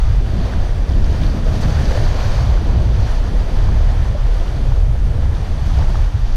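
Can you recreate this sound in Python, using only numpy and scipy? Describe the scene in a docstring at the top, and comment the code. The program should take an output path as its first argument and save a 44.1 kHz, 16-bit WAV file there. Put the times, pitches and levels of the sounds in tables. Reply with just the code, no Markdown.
"""Wind and surf at a breakwater

Waves wash against boulders, heard by a small camera in a steady wind. Turbulent eddies
buffet the microphone port. Beneath them, resonating air bubbles make the surf churn, slosh
and fizz; single bubbles plop, and sheets of water slap the rock and throw spray. The camera
housing colours the surf and spray, and a fast gain control holds the rumble down."""
import sys
import numpy as np
from scipy import signal
from scipy.fft import rfft, irfft, next_fast_len
from scipy.io import wavfile
from scipy.ndimage import uniform_filter1d, map_coordinates

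SR = 44100
rng = np.random.default_rng(int(sys.argv[2]) if len(sys.argv) > 2 else 0)


def unload_wav(signal):
    """Save mono or channel-first audio to the path in sys.argv[1] as 16-bit WAV at rate SR, clipped to [-1, 1]."""
    wavfile.write(
        sys.argv[1],
        SR,
        np.round(np.clip(np.atleast_2d(signal).T, -1, 1) * 32767).astype(np.int16),
    )


N = 280476
TOP_HZ = 15140  # upper band limit


def amp(db):
    """Amplitude ratio of a level in decibels."""
    return 10 ** (np.asarray(db) / 20)


def unit_rms(x):
    """Normalisation to unit mean power."""
    return x / np.sqrt(np.mean(x ** 2) + 1e-20)


def spectrum_db(points, hz):
    """Spectral level, interpolated on a logarithmic frequency axis."""
    knot_hz, db = np.transpose(points)
    return np.interp(np.log(hz + 1), np.log(knot_hz + 1), db)


def envelopes(rows):
    """Piecewise linear envelopes, one for each column after the time."""
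    times, *columns = np.transpose(rows)
    return [np.interp(np.arange(N) / SR, times, column) for column in columns]


def wobble(knots_per_s):
    """Slow random modulation: a spline through Gaussian knots."""
    knots = rng.standard_normal(1000)
    return map_coordinates(knots, [np.arange(N) * knots_per_s / SR])


def filtered(x, response):
    """Zero-phase filtering: the spectrum is multiplied by response(hz)."""
    size = next_fast_len(N + SR // 2)
    return irfft(rfft(x, size) * response(np.fft.rfftfreq(size, 1 / SR)), size)[..., :N]


def patchy_noise(depth_db):
    """White noise, amplitude-modulated in random patches of time and frequency."""
    spectra = signal.stft(rng.standard_normal(N), nperseg=512)[2]
    patches = uniform_filter1d(rng.standard_normal(spectra.shape), size=8, axis=0)
    patches = unit_rms(uniform_filter1d(patches, size=8, axis=1))
    return unit_rms(signal.istft(spectra * amp(depth_db * patches), nperseg=512)[1][:N])


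def eddies(spectrum, gust_db):
    """Intermittent turbulence: eddies of one size give a noise band that swells at random."""
    noise = filtered(patchy_noise(depth_db=0.85), lambda hz: amp(spectrum_db(spectrum, hz)))
    return unit_rms(noise * amp(gust_db * wobble(knots_per_s=16)))


# Pressure spectra of large, middle and small eddies: (frequency [Hz], spectral level [dB])
THUD_SPECTRUM = [(3, -24), (10, 7), (20, 9), (35, 16.5), (50, 7.5), (65, 5), (100, -5.5), (300, -140)]
BUFFET_SPECTRUM = [(35, -23), (55, 0), (70, -2), (100, -4.5), (118, -9.5), (140, -10.5), (175, -32),
                   (300, -93), (900, -140)]
FLUTTER_SPECTRUM = [(60, -44), (120, 0.5), (170, 4), (220, 0), (250, -2), (350, -9), (600, -47),
                    (1500, -140)]
# Strength of large and middle eddies: (time [s], thud level [dB], buffet level [dB])
THUD_BUFFET_LEVELS = [(0.05, -6.5, -17.5), (0.45, -14.5, -19), (0.62, -10.5, -18.5), (0.76, -13, -18),
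                      (0.83, -17, -24), (0.9, -15, -19.5), (1.08, -7.5, -17), (1.35, -19, -16.5),
                      (1.8, -10, -17.5), (2.15, -10.5, -18.5), (2.45, -7, -14.5), (2.66, -15, -18.5),
                      (2.75, -14.5, -13), (3.1, -10.5, -16), (3.28, -14.5, -24.5), (3.45, -12.5, -18),
                      (3.75, -9, -18), (4.0, -8.5, -15.5), (4.18, -16.5, -20.5), (4.42, -9.5, -26),
                      (4.56, -18, -14.5), (4.78, -8.5, -15.5), (5.02, -13.5, -16), (5.17, -11, -15.5),
                      (5.45, -13, -22.5), (5.75, -15, -13), (5.95, -15, -18), (6.07, 2, -18),
                      (6.11, -21, -36), (6.155, -42, -11.5), (6.2, -5, -16), (6.32, -13, -18.5)]
# Strength of small eddies: (time [s], level [dB])
FLUTTER_LEVELS = [(0.05, -36), (0.25, -29.5), (0.52, -26.5), (0.68, -37.5), (0.9, -31), (1.0, -27),
                  (1.2, -25), (1.45, -27.5), (1.8, -25), (2.1, -31.5), (2.6, -32.5), (2.75, -26),
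                  (2.9, -33), (3.2, -30), (3.35, -27), (3.58, -34.5), (3.75, -29.5), (4.3, -35),
                  (4.62, -32.5), (4.85, -37.5), (5.2, -29.5), (5.45, -35.5), (5.7, -33.5), (6.3, -38)]

def wind():
    """Turbulent pressure on the microphone port: the larger the eddy, the lower its frequency."""
    thud_db, buffet_db = envelopes(THUD_BUFFET_LEVELS)
    flutter_db, = envelopes(FLUTTER_LEVELS)
    thud = amp(thud_db) * eddies(THUD_SPECTRUM, gust_db=3)
    buffet = amp(buffet_db) * eddies(BUFFET_SPECTRUM, gust_db=3)
    flutter = amp(flutter_db) * eddies(FLUTTER_SPECTRUM, gust_db=1.8)
    return thud + buffet + flutter


def bubbles(onset_s, gain, hz, cycles, glide, samples):
    """Bubble resonance: damped sines whose pitch climbs as each bubble nears the surface."""
    t = np.arange(samples) / SR
    age = t * (hz / cycles)[:, None]  # in lifetimes
    phase = 2 * np.pi * hz[:, None] * t * (1 + glide * age / 2)
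    envelope = np.exp(-3 * age) * (1 - np.exp(-10 * age)) * (age < 2.5)
    rings = gain[:, None] * envelope * np.sin(phase)
    indices = (onset_s * SR).astype(int)[:, None] + np.arange(samples)
    return np.bincount(indices.ravel(), rings.ravel(), N + samples)[:N]


# Motions of the surf: (time [s], churn [dB], slosh [dB], foam wash [dB], spray [dB])
SURF_MOTIONS = [(0.05, -43.5, -38.5, -42, -56.5), (0.22, -38, -42, -44.5, -57.5),
                (0.47, -34, -37, -41.5, -57), (0.78, -37.5, -39.5, -45, -56.5),
                (1.0, -35.5, -39.5, -43.5, -57), (1.22, -34.5, -36.5, -40.5, -53.5),
                (1.42, -36.5, -38.5, -43, -56), (1.56, -32, -36.5, -40.5, -53),
                (1.78, -34, -34.5, -39, -52.5), (1.98, -27, -35, -38, -52), (2.2, -34, -33, -38.5, -54),
                (2.33, -34, -34, -36.5, -52.5), (2.44, -34.5, -34, -38.5, -55),
                (2.57, -33, -37, -41, -56.5), (2.75, -31.5, -38.5, -43.5, -60),
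                (2.9, -33, -39, -42.5, -57.5), (3.1, -35, -36.5, -40.5, -55.5), (3.3, -38, -39, -43.5, -56),
                (3.6, -35, -37, -42.5, -55.5), (3.8, -36, -38.5, -44.5, -57), (4.0, -40.5, -37, -44, -55.5),
                (4.2, -37.5, -38.5, -44, -57.5), (4.5, -37, -39, -43, -55), (4.72, -37.5, -41, -46, -56.5),
                (4.88, -40.5, -43, -47, -57), (5.0, -45, -42.5, -47, -57), (5.12, -34, -41.5, -48, -55.5),
                (5.25, -38, -39, -46.5, -57.5), (5.55, -39.5, -40, -43.5, -55.5),
                (5.72, -44, -38.5, -41.5, -56.5), (5.82, -41, -35.5, -40.5, -56.5),
                (5.9, -37, -38, -42, -54), (5.99, -39.5, -37.5, -42.5, -56), (6.12, -47, -40.5, -44, -58),
                (6.3, -43.5, -41.5, -42.5, -58.5)]
# Short surges between the rocks: (time [s], churn lift [dB], slosh and wash lift [dB])
ROCK_SURGES = [(.45, 5, 0), (.54, 1, -0.5), (1.235, 4, 0.5), (1.48, 11, 0), (1.64, 4, 2.5), (1.76, 1, 2),
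               (1.92, -8, 3), (1.96, -6, 1.5), (2.2, 6, 1.5), (3.34, 13, -2.5), (3.9, 3, 2.5),
               (4.15, 11, -3.5), (4.41, 12, -1.5), (4.73, 1, 0.5), (4.95, 11, -1), (5.8, 9, -1),
               (5.88, 0, -2), (5.95, -4, 2)]
# Response of each bubble size: (base level [dB], weights of churn, slosh, wash, spray [dB/dB])
SIZE_RESPONSES = [(-36, 0.58, 0.045, .05, 0.34), (-39.5, 0.091, 0.95, .05, -0.29),
                  (-42, 0.05, 0.7, 0.24, 0.15), (-45.5, 0.14, 0.24, 0.55, 0.05),
                  (-49, 0.18, .05, 1.1, 0.015), (-50.5, 0.05, .05, 0.92, 0.35),
                  (-58, 0.021, .05, 0.21, 0.82), (-65, .05, .05, 0.44, 0.66)]

def surf_levels():
    """Amplitude modulation: each bubble size follows a weighted sum of the water's swings in dB."""
    churn, slosh, wash, spray = [db - db.mean() for db in envelopes(SURF_MOTIONS)]
    t = np.arange(N) / SR
    half_width_s = 0.016
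    for centre_s, churn_lift_db, wash_lift_db in ROCK_SURGES:
        surge = np.exp(-((t - centre_s) / half_width_s) ** 2)
        churn += churn_lift_db * surge
        slosh += wash_lift_db * surge
        wash += wash_lift_db * surge
    return [db + np.dot(weights, [churn, slosh, wash, spray]) for db, *weights in SIZE_RESPONSES]


# Water sound as the housing passes it: (frequency [Hz], spectral level [dB])
HOUSING_SPECTRUM = [(200, -12), (400, -2.5), (627, -2), (1060, -9), (1350, -12), (1820, -12.5),
                    (2140, -17.5), (2420, -16.8), (2690, -19.3), (3000, -17.5), (3500, -18), (3980, -20),
                    (4500, -18), (4800, -18.5), (5100, -23), (6100, -22), (7000, -30), (7660, -34),
                    (9300, -33), (11200, -40.5), (12300, -36.5), (13300, -42.5), (15000, -50)]
# Band edges of the eight bubble sizes, largest bubbles first: (frequency [Hz])
BAND_EDGES = [250, 700, 1200, 2300, 3900, 5050, 7300, 11000, 16000]
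# Bubbles of each size: (rate [1/s], lifetime [cycles], near power share [0-1], patchiness [dB])
POPULATIONS = [(226, 2.3, 0, 0.66), (435, 6.6, 0, 0.5), (714, 3.2, 0, 0.55), (750, 3.1, 0.13, 0.05),
               (515, 3.6, 0.4, 0.5), (710, 4.7, 0.16, 1), (2320, 3.3, 0, 1.1), (1200, 4, 0, 1.1)]

def surf():
    """Incoherent summation: countless far bubbles merge into noise; near ones stand out as grains."""
    common_db = 0.074 * wobble(17) + 0.55 * wobble(30)  # all sizes swell together
    total = np.zeros(N)
    bands = zip(surf_levels(), BAND_EDGES, BAND_EDGES[1:], POPULATIONS)
    for level_db, low_hz, high_hz, (rate, cycles, near_share, patch_db) in bands:
        when, band_position, distance = rng.random((int(rate * N / SR), 3)).T
        pitch_hz = low_hz * (min(high_hz, TOP_HZ) / low_hz) ** band_position
        gain = amp(-3 * np.log(distance + 0.01))
        grains = bubbles(when * N / SR, gain, pitch_hz, cycles,
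                         glide=0.065, samples=int(2 * cycles / low_hz * SR))
        band_fraction = (high_hz - low_hz) / (SR / 2)  # part of white noise's power in this band
        near = np.sqrt(near_share * band_fraction) * unit_rms(grains)
        far = np.sqrt(1 - near_share) * patchy_noise(patch_db)
        bandpass = lambda hz: 1 / np.sqrt((1 + (low_hz / (hz + 1)) ** 24) * (1 + (hz / high_hz) ** 24))
        water = filtered(far + near, lambda hz: bandpass(hz) * amp(spectrum_db(HOUSING_SPECTRUM, hz)))
        total += amp(level_db + common_db) * unit_rms(water)
    return total


# Single clear bubbles: (time [s], gain [dB], pitch [Hz], lifetime [cycles])
CLEAR_BUBBLES = [(0.536, -15, 1480, 4.7), (.601, -23, 670, 5.5), (0.892, -24, 4850, 9),
                 (.899, -22, 4100, 3.5), (.92, -29, 4550, 14), (.935, -27, 3020, 10),
                 (1.045, -18, 4500, 3.5), (1.109, -29, 4400, 12), (1.214, -29, 4450, 12),
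                 (1.235, -20, 3400, 9.7), (1.266, -22, 4100, 18), (1.299, -24, 4300, 8.7),
                 (1.595, -27, 533, 8), (1.743, -27, 790, 7.7), (1.77, -27, 1460, 33), (1.855, -19, 4600, 9),
                 (1.914, -10, 467, 5), (1.921, -23, 1600, 9), (1.954, -10.5, 517, 6), (1.975, -9, 590, 3),
                 (1.994, -22, 4500, 7.2), (2.07, -17, 1040, 5.1), (2.203, -23, 700, 3.4),
                 (2.245, -22, 1540, 14), (2.386, -18, 890, 9.8), (2.575, -19, 1340, 7.7),
                 (2.576, -35, 620, 6.1), (3.336, -20, 407, 5.3), (3.687, -20, 1050, 8.7),
                 (3.899, -21, 610, 8), (4.149, -19, 552, 18), (4.48, -26, 2760, 9.8), (4.718, -20, 850, 9),
                 (4.72, -25, 1200, 6), (4.741, -25, 446, 12), (4.767, -27, 1150, 8), (4.953, -17, 604, 3.1),
                 (5.35, -26, 3390, 9), (5.702, -22, 1150, 7), (5.739, -27, 3500, 9),
                 (5.788, -23, 4600, 7.3), (5.791, -23, 640, 7.4), (5.785, -26, 866, 20),
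                 (5.812, -24, 820, 14), (5.822, -28, 1060, 12), (5.824, -22.5, 1490, 11),
                 (5.841, -22, 790, 9.5), (5.88, -24, 830, 16), (5.899, -26, 950, 12), (5.917, -32, 630, 10),
                 (5.943, -24, 835, 15), (5.956, -12.5, 1110, 4.3), (5.99, -27, 1000, 8.9)]

def plops():
    """Free oscillation of single bubbles: low where air pockets burst, high where drops land."""
    onset_s, db, hz, cycles = np.transpose(CLEAR_BUBBLES)
    return bubbles(onset_s, amp(db), hz, cycles, glide=0.16, samples=4000)


# Sheets of water striking the near rock: (time [s], level [dB], 60 dB decay time [s], rise time [s])
ROCK_SLAPS = [(1.545, -46, .12, .012), (1.606, -30, .09, .01), (1.7, -44, .04, .003),
              (1.741, -43, .04, .003), (1.8, -43, .08, .005), (1.815, -44, .07, .004),
              (1.905, -45, .08, .004), (1.93, -48, .1, .006), (1.993, -42, .04, .002),
              (2.21, -49, .06, .004), (2.3, -48, .12, .008), (2.38, -48, .05, .003),
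              (2.425, -45, .03, .002), (2.452, -38, .1, .015), (5.659, -43, .1, .005),
              (5.785, -50, .08, .005)]

def slaps():
    """Impact breaks water into spray: bright hiss and ringing droplets that decay exponentially."""
    t, envelope = np.arange(N) / SR, np.zeros(N)
    for onset_s, db, decay_s, rise_s in ROCK_SLAPS:
        age_s = np.maximum(t - onset_s, 0)
        envelope += amp(db - 60 * age_s / decay_s) * (1 - np.exp(-age_s / rise_s))
    when, distance, band_position = rng.random((9000, 3)).T
    gain = amp(-4 * np.log(distance + 0.01))
    pitch_hz = 5000 * 1.7 ** band_position
    droplets = bubbles(when * N / SR, gain, pitch_hz, cycles=8, glide=0.1, samples=180)
    spray = patchy_noise(depth_db=1.3) + 0.87 * unit_rms(droplets)
    tilt_db = lambda hz: 6.9 * np.log2((hz + 1) / 7000)
    bright = lambda hz: amp(spectrum_db(HOUSING_SPECTRUM, hz) + tilt_db(hz)) * (hz > 2500)
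    return envelope * unit_rms(filtered(spray, bright))


def scene():
    """Superposition: the pressures of wind and water add at one microphone."""
    return (wind() + surf() + plops() + slaps())[None]


def record(dry):
    """Dynamic range compression: bass swells are turned down and rounded, then all is band-limited."""
    crossover_hz, threshold, ceiling = 150, 0.4, 0.62
    bass = filtered(dry, lambda hz: 1 / (1 + (hz / crossover_hz) ** 6))
    envelope = np.abs(signal.hilbert(bass, next_fast_len(N))[:, :N])
    envelope = uniform_filter1d(envelope, size=1000, axis=1)  # 23 ms average
    compressed = bass * (1 + (envelope / threshold) ** 4) ** (-1 / 5.5)
    rounded = compressed / (1 + np.abs(compressed / ceiling) ** 6) ** (1 / 6)
    return filtered(dry - bass + rounded, lambda hz: hz < TOP_HZ)


dry = scene()
out = record(dry)
unload_wav(out)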